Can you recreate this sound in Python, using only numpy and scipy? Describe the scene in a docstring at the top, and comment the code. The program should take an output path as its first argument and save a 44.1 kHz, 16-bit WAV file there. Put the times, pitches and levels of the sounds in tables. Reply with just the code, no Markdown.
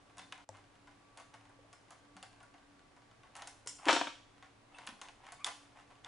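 """Bolts are worked loose from a motorcycle's handlebar clamp, about a metre away in a quiet workshop.
Steel ticks against the clamp and stirs the hollow front end; the wrench snaps into bolt heads.
A loose part clatters down the frame, a washer clinks, metal rubs and a dry thread sticks and slips.
Behind it: one dull tap, faint ventilation hum and a short room echo. The level dips briefly early on."""
import sys
import numpy as np
from scipy import signal
from scipy.fft import rfft, irfft
from scipy.io import wavfile
from scipy.ndimage import uniform_filter1d

SR = 44100
rng = np.random.default_rng(int(sys.argv[2]) if len(sys.argv) > 2 else 0)


def store_wav(level_fs):
    """Save 16-bit WAV to argv[1]."""
    pcm = np.round(np.clip(np.atleast_2d(level_fs), -1, 1) * 32767)
    wavfile.write(sys.argv[1], SR, pcm.T.astype(np.int16))


N = 267731
TIME_S = np.arange(N) / SR
AGE_S = np.arange(SR // 2) / SR  # time since a contact
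DIP_START_S, DIP_END_S, DIP_DB = 0.446, 0.489, -12.5


def amp(db):
    return 10 ** (np.asarray(db) / 20)


def fade(t60_s):
    """Exponential decay after a contact."""
    return np.exp(-np.log(1000) * AGE_S / t60_s)


def burst(x, db):
    """Scale a short sound so that its energy, spread over 10 ms, has this level."""
    return x * amp(db) * np.sqrt(SR / 100 / np.sum(x ** 2))


def add(track, t_s, sound):
    """Mix a sound into a track at t_s."""
    start = min(int(t_s * SR), N)
    track[start:start + len(sound)] += sound[:N - start]


def colour(x, points, slope=lambda f: 1):
    """Minimum-phase filter: (f/Hz, level/dB) points times a slope."""
    size = len(x)
    f = np.fft.rfftfreq(size, 1 / SR) + 1
    hz, db = np.transpose(points)
    gain = amp(np.interp(np.log(f), np.log(hz), db)) * slope(f)
    cepstrum = irfft(np.log(gain), size)
    cepstrum[1:size // 2] *= 2
    cepstrum[size // 2 + 1:] = 0
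    return irfft(rfft(x) * np.exp(rfft(cepstrum)), size)


def noise(points, size, slope=lambda f: 1):
    """Coloured noise, unit RMS."""
    x = colour(rng.standard_normal(size), points, slope)
    return x / x.std()


def blow(points, t60_s, rise_s, slope=lambda f: 1):
    """Dense ringing after a contact: noise that builds, then decays."""
    return colour(rng.standard_normal(len(AGE_S)) * fade(t60_s) * (1 - fade(rise_s)), points, slope)


def ring(modes, slope=lambda f: 1, scatter_db=0, detune=0):
    """Decaying modes; the point of contact varies their weight, tuning and sign."""
    out = np.zeros(len(AGE_S))
    for hz, db, t60_s in modes:
        weight, shift, polarity = rng.standard_normal(3)
        gain = amp(db + scatter_db * weight) * slope(hz) * np.sign(polarity)
        out += gain * fade(t60_s) * np.sin(2 * np.pi * hz * (1 + detune * shift) * AGE_S)
    return out


# room echo spectrum: f/Hz, level/dB
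ROOM_SPECTRUM = [(40, -34), (120, -7), (300, -3.5), (900, -5.5), (3000, 2), (6000, 0.5), (10500, -1.5)]


def workshop(x, wet_db, pan_db):
    """Direct sound plus stereo echo from floor and walls; positive pan is left."""
    def echo():
        low = noise(ROOM_SPECTRUM, len(AGE_S), lambda f: 1 / (1 + (f / 3000) ** 2)) * fade(0.36)
        high = noise(ROOM_SPECTRUM, len(AGE_S), lambda f: f ** 2 / (f ** 2 + 3000 ** 2)) * fade(0.48)
        early = noise(ROOM_SPECTRUM, len(AGE_S)) * np.exp(-((AGE_S - 0.021) / 0.019) ** 2)
        response = (low + amp(12) * high) * (1 - fade(0.012)) + amp(5.5) * early
        return signal.fftconvolve(x, response / np.linalg.norm(response))[:N]
    mid, side = echo(), echo() * amp(-6.5)
    direct = x * amp(np.array([[pan_db], [-pan_db]]) / 2)
    return direct + amp(wet_db) * np.array([mid + side, mid - side])


# moving air spectrum: f/Hz, level/dB
AIR_SPECTRUM = [(12, -33), (20, -2), (74, -9), (113, -7), (190, -9.5), (290, -7), (313, -8.5), (418, -10.5),
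                (619, -10), (725, -9.5), (1050, -11.5), (1130, -14.5), (1320, -13.5), (2120, -17.5),
                (10500, -32), (13600, -99), (22000, -120)]
# motor lines: f/Hz, level/dB
MOTOR_LINES = [(107.7, -78.5), (119.9, -81), (286, -75), (1147, -78.5), (1577, -88)]


def ventilation():
    """Soft moving air with wavering motor lines."""
    mid = noise(AIR_SPECTRUM, N)
    side = noise(AIR_SPECTRUM, N, lambda f: f / (f + 90)) * amp(-3.5)
    air_db = np.where(TIME_S < DIP_START_S, -66, -66.5)
    out = amp(air_db) * np.array([mid + side, mid - side])
    for hz, db in MOTOR_LINES:
        drift, swell = (noise([(2, -1.5), (8, -15.5), (40, -85)], N) for _ in range(2))
        out += np.sqrt(2) * amp(db + 3.8 * swell) * np.sin(2 * np.pi * hz * TIME_S + 0.9 * drift)
    return out


# dull tap modes: f/Hz, level/dB, t60/s
TAP_MODES = [(100.8, -16.5, 0.63), (527, -10, 0.1), (656, -2.5, 0.04), (870, -1.5, 0.031),
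             (1950, -14, 0.017), (5960, -3, 0.0057), (7350, 2, 0.0025)]


def tap():
    """One dull, close tap; its lowest mode lingers."""
    out = np.zeros(N)
    add(out, 0.4905, burst(ring(TAP_MODES), -45.5))
    return out


# metal-on-metal strokes: centre t/s, half length/s, level/dB
RUB_STROKES = [(0.553, 0.026, -61.5), (1.197, 0.029, -57.5), (1.345, 0.012, -60), (1.923, 0.022, -64.5),
               (3.401, 0.045, -55.5), (3.856, 0.05, -54), (3.879, 0.0088, -33.5), (4.837, 0.11, -59),
               (5.064, 0.033, -60), (5.286, 0.066, -58), (5.474, 0.019, -43), (5.784, 0.025, -56.5),
               (5.914, 0.017, -61.5), (6.065, 0.015, -52)]
# rubbing spectrum: f/Hz, level/dB
RUB_SPECTRUM = [(200, -47.5), (550, -7), (780, 3.5), (1080, 0.5), (1400, -6), (2200, -8), (3200, -12.5),
                (4500, -23.5), (10000, -28)]


def rubbing(slips_per_s=1500):
    """Dense uneven slips of metal on metal, heard through the hollow front end."""
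    pressure = sum(amp(db) * np.exp(-((TIME_S - t_s) / half_s) ** 2) for t_s, half_s, db in RUB_STROKES)
    slips = (rng.random(N) < slips_per_s / SR) * rng.standard_normal(N)
    grit = colour(slips, RUB_SPECTRUM)
    return pressure * grit / grit.std()


# thread squeaks: t/s, length/s, first slip f/Hz, last slip f/Hz, level/dB
THREAD_SQUEAKS = [(5.302, 0.05, 976, 1080, -64), (5.37, .062, 1103, 1300, -53)]


def squeak(bend_power=4.85, release_s=0.0087):
    """A dry thread sticks and slips unevenly, faster and louder until it lets go."""
    out = np.zeros(N)
    for t_s, length_s, first_hz, last_hz, db in THREAD_SQUEAKS:
        progress = np.minimum(AGE_S / length_s, 1)
        waver = noise([(200, 3), (600, -15), (2000, -76)], len(AGE_S))
        slip_hz = (first_hz + (last_hz - first_hz) * progress ** bend_power) * (1 + 0.05 * waver)
        phase = 2 * np.pi * np.cumsum(slip_hz) / SR
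        swell = progress * np.clip((length_s - AGE_S) / release_s, 0, 1)
        add(out, t_s, amp(db) * swell * (np.sin(phase) + amp(-4.5) * np.sin(2 * phase)))
    return out


# loose steel pings: t/s, f/Hz, level/dB, t60/s
STEEL_PINGS = [(.196, 3600, -64, 0.13), (1.7295, 5190, -70.5, 0.13), (4.7468, 2670, -58.5, 0.034),
               (4.7468, 3470, -71, 0.055), (4.7468, 8705, -70, 0.33)]
# hand bumps on the front end: t/s, f/Hz, level/dB, t60/s
HAND_BUMPS = [(.17, 181, -62.5, 0.93), (1.59, 520, -61.5, 0.025), (1.645, 640, -63.5, 0.034),
              (2.155, 189.3, -59, 0.21), (3.661, 423, -58, 0.025), (4.888, 236, -57, 0.025),
              (4.925, 236, -58.5, 0.025)]


def pings_and_bumps():
    """Light contacts, each ringing one mode that builds over eight cycles."""
    out = np.zeros(N)
    for t_s, hz, db, t60_s in [*STEEL_PINGS, *HAND_BUMPS]:
        add(out, t_s, burst(ring([(hz, 0, t60_s)]) * (1 - fade(8 / hz)), db))
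    return out


# washer modes: f/Hz, level/dB, t60/s
WASHER_MODES = [(5168, -13, .18), (5405, -14, .18), (6860, -3, .17), (7160, 7, .12), (7160, 3, .16),
                (8300, 2, .13), (8468, -3, .16), (9500, -3, .08)]
# washer impact spectrum: f/Hz, level/dB
WASHER_SPECTRUM = [(60, -19), (300, -19.5), (2000, -10), (4400, -16.5), (5200, -8), (6000, -8.5),
                   (7100, -1.5), (8300, -6), (9400, -7), (10500, -17)]


def washer():
    """A washer comes free with a bright crack and a thin ring."""
    out = np.zeros(N)
    add(out, 3.6722, burst(ring(WASHER_MODES), -58))
    add(out, 3.6722, burst(blow(WASHER_SPECTRUM, t60_s=0.028, rise_s=0.0046), -40.5))
    return out


# bounces of the falling part: t/s, level/dB, corner f/Hz, boom level/dB
BOUNCES = [(3.865, -39, 1300, -26), (3.8842, -21, 2200, -41), (3.8915, -22, 2100, -40),
           (3.8973, -26.5, 3850, -49), (3.9067, -28.5, 7000, -34), (3.928, -25, 7900, -28),
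           (3.95, -32.5, 4970, -46), (3.9628, -29, 3170, -34.5), (3.99, -40.5, 5000, -57),
           (4.0116, -28.5, 1660, -34.5), (4.0704, -37, 1900, -43.5)]
# frame and fairing modes: f/Hz, level/dB, t60/s
FRAME_MODES = [(300, -19, 0.1), (530, -2.5, 0.099), (693, 3, 0.081), (825, 4, 0.037), (935, 9, 0.072),
               (1087, -7, 0.1), (1260, -5, 0.079), (1356, 0, 0.11), (1546, 0, 0.04), (1607, -14, 0.17),
               (2137, -12.5, 0.27), (2380, -9, 0.19), (2340, -26, 0.14), (2652, -5.5, 0.14),
               (3050, -16.5, 0.4), (3381, -21.5, 0.92)]
# their dense, short ringing: f/Hz, level/dB
RATTLE_SPECTRUM = [(70, -46.5), (170, -21.5), (290, -15), (450, -15.5), (720, -2.5), (950, -5.5),
                   (1300, -2.5), (1900, -6.5), (3000, -5), (4500, -7), (7000, -8), (10500, -16.5)]
# hollow fairing boom: f/Hz, level/dB, t60/s
BOOM_MODES = [(291, -3, 0.091), (328, -2.5, 0.043), (385, -4.5, 0.034)]


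def clatter():
    """A loose part bounces down the frame, booming the fairing; soft contacts are duller and shorter."""
    out = np.zeros(N)
    for t_s, db, corner_hz, boom_db in BOUNCES:
        rattle_t60_s = 0.05 * (corner_hz / 2000) ** 0.45
        lowpass = lambda f: 1 / (1 + (f / corner_hz) ** 2)
        frame = ring(FRAME_MODES, lowpass, scatter_db=4, detune=0.0018) * (1 - fade(0.0027))
        boom = ring(BOOM_MODES) * (1 - fade(0.024))
        rattle = blow(RATTLE_SPECTRUM, rattle_t60_s, rise_s=0.0017, slope=lowpass)
        add(out, t_s, burst(rattle, db - 2.5) + burst(frame, db - 5) + burst(boom, boom_db - 6))
    # thin panels radiate less below their lowest mode
    return colour(out, [(90, -2), (200, -3), (275, -0.5), (1000, -0.5)])


# wrench snaps: t/s, level/dB
WRENCH_SNAPS = [(5.445, -35.5), (6.0464, -52.5)]
# bolt head modes: f/Hz, level/dB, t60/s
BOLT_MODES = [(2040, -8, 0.0075), (3460, 1.5, 0.012), (4840, -10, 0.013), (5490, -10, 0.011),
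              (6640, -7.5, 0.0082), (7770, -10, 0.011), (8600, -37, 0.01), (10400, -23, 0.009)]


def snaps():
    """The wrench snaps into a bolt head; the hand damps it at once."""
    out = np.zeros(N)
    for t_s, db in WRENCH_SNAPS:
        add(out, t_s, burst(ring(BOLT_MODES) * (1 - fade(0.0015)), db))
    return out


# steel scraping at a tiny contact: f/Hz, level/dB
CONTACT_SPECTRUM = [(100, -20.5), (500, -12), (1300, 1.5), (3000, -2), (10000, -2)]
# front end under a light tick: f/Hz, level/dB
BODY_SPECTRUM = [(100, -20), (300, -16), (550, -1.5), (780, 2.5), (1100, -9), (1500, 2.5), (2000, -2.5),
                 (3000, -14.5), (4500, -17), (10000, -27.5)]
# front end cavity modes: f/Hz, level/dB, t60/s
HOLLOW_MODES = [(745.7, 0, 0.084), (882, -4.5, 0.06), (1051, 1, 0.077), (1398, -1, 0.045)]
# hand-damped clamp modes: f/Hz, level/dB, t60/s
CLAMP_MODES = [(1610, -9.5, 0.0099), (2850, -4, 0.011), (3530, -5.5, 0.016), (4680, -0.5, 0.007),
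               (5560, -2.5, 0.01), (6560, 5, 0.01), (7740, -2, 0.011), (9200, 8.5, 0.0067),
               (10050, -0.5, 0.015)]


def click(tick_db, tilt_db_oct, body_db):
    """One hard contact. Returns knock (grit, slower front end) and steel (crack, brief clamp ring)."""
    tilt = lambda f: amp(tilt_db_oct * np.log2(np.maximum(f, 2500) / 2500))
    grit = blow(CONTACT_SPECTRUM, t60_s=0.032, rise_s=0.015, slope=tilt)
    body = blow(BODY_SPECTRUM, t60_s=0.1, rise_s=0.018)
    hollow = ring(HOLLOW_MODES, scatter_db=4, detune=0.045) * (1 - fade(0.025))
    crack = blow(CONTACT_SPECTRUM, t60_s=0.009, rise_s=0.002, slope=tilt)
    clamp = ring(CLAMP_MODES, tilt, scatter_db=0.5, detune=0.041) * (1 - fade(0.0014))
    knock = burst(grit, tick_db - 2) + burst(body, body_db - 5.5) + burst(hollow, body_db - 2)
    steel = burst(crack, tick_db - 5) + burst(clamp, tick_db - 3)
    return knock, steel


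# bolt and wrench on the clamp: t/s, level/dB, treble tilt/(dB/oct), settling delay/s
CLAMP_CLICKS = [(.17, -65, -2, .003), (.1815, -54, -5, .008), (.1935, -54.5, -8, .023),
                (.3235, -48, -11, .003), (.378, -64.5, -9.5, .004), (0.569, -68, -5, .003),
                (0.8728, -64.5, -12, .005), (1.1736, -56, -1.5, .026), (1.3402, -60.5, -6.5, .008),
                (1.4937, -76, 8, .003), (1.7289, -61, -2, .004), (1.906, -59, -2, .014),
                (2.1665, -60, -7, 0.0046), (2.2274, -52.5, -5.5, .006), (2.404, -66, -12, .004),
                (2.429, -67.5, 2, .004), (2.541, -66.5, -15, .005), (2.9646, -73, -8, .005),
                (3.2337, -66, -13, .016), (3.3531, -55.5, -5, .004), (3.365, -54, 1, .006),
                (3.4212, -51, -8, .003), (3.4728, -49.5, -1, .004), (3.661, -61.5, -1, .006),
                (3.787, -66, -9, .003), (3.855, -47.5, -8, .009), (4.4253, -59, -17, .004),
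                (4.785, -55.5, -9, .003), (4.867, -53.5, 6, .004), (4.8727, -46, -11, .017),
                (5.0145, -49.5, -6, .004), (5.0854, -56.5, -13, .004), (5.2663, -60.5, -8, .012),
                (5.321, -53.5, -2.5, .004), (5.4445, -41.5, -2, .017), (5.466, -44, -3.5, .006),
                (6.047, -60, -13, .018)]
TICK_REF_DB, BODY_REF_DB, BODY_DB_PER_DB = -58, -56.5, 0.41  # harder contact mostly adds treble


def bolts(finger_ticks=50):
    """Steel strikes, then settles weaker and duller; fingers turning the bolt add tiny random ticks."""
    contacts = []
    for t_s, tick_db, tilt_db_oct, settle_s in CLAMP_CLICKS:
        strike = (t_s, tick_db, tilt_db_oct)
        settle = (t_s + settle_s, tick_db - 7.5, tilt_db_oct - 2.5)
        for onset_s, db, db_oct in strike, settle:
            body_db = BODY_REF_DB + BODY_DB_PER_DB * (db - TICK_REF_DB)
            contacts.append((onset_s, db, db_oct, body_db))
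    for position, strength in rng.random(size=(finger_ticks, 2)):
        db = -74.5 + 6 * strength
        contacts.append((position * TIME_S[-1], db, -12, db + 3.5))
    knocks, rings = np.zeros((2, N))
    for t_s, tick_db, tilt_db_oct, body_db in contacts:
        knock, steel = click(tick_db, tilt_db_oct, body_db)
        add(knocks, t_s, knock)
        add(rings, t_s, steel)
    return knocks, rings


def scene():
    """All in one room; the steel rings and the tap arrive nearly dry."""
    close_tap = tap()
    knocks, rings = bolts()
    handling = knocks + washer() + pings_and_bumps() + rubbing() + squeak()
    return (workshop(handling, wet_db=0, pan_db=1)
            + workshop(rings + snaps(), wet_db=-12, pan_db=-1)
            + workshop(clatter(), wet_db=-2.5, pan_db=3)
            + workshop(close_tap, wet_db=-11, pan_db=3.5)
            + ventilation())


def record(dry):
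    """Brief level dip, then a steep 10.5 kHz low-pass."""
    in_dip = (TIME_S > DIP_START_S) & (TIME_S < DIP_END_S)
    gain_db = DIP_DB * uniform_filter1d(in_dip.astype(float), size=64)
    lowpass = signal.ellip(10, 0.2, 70, 10500, fs=SR, output="sos")
    return signal.sosfilt(lowpass, dry * amp(gain_db))


dry = scene()
out = record(dry)
store_wav(out)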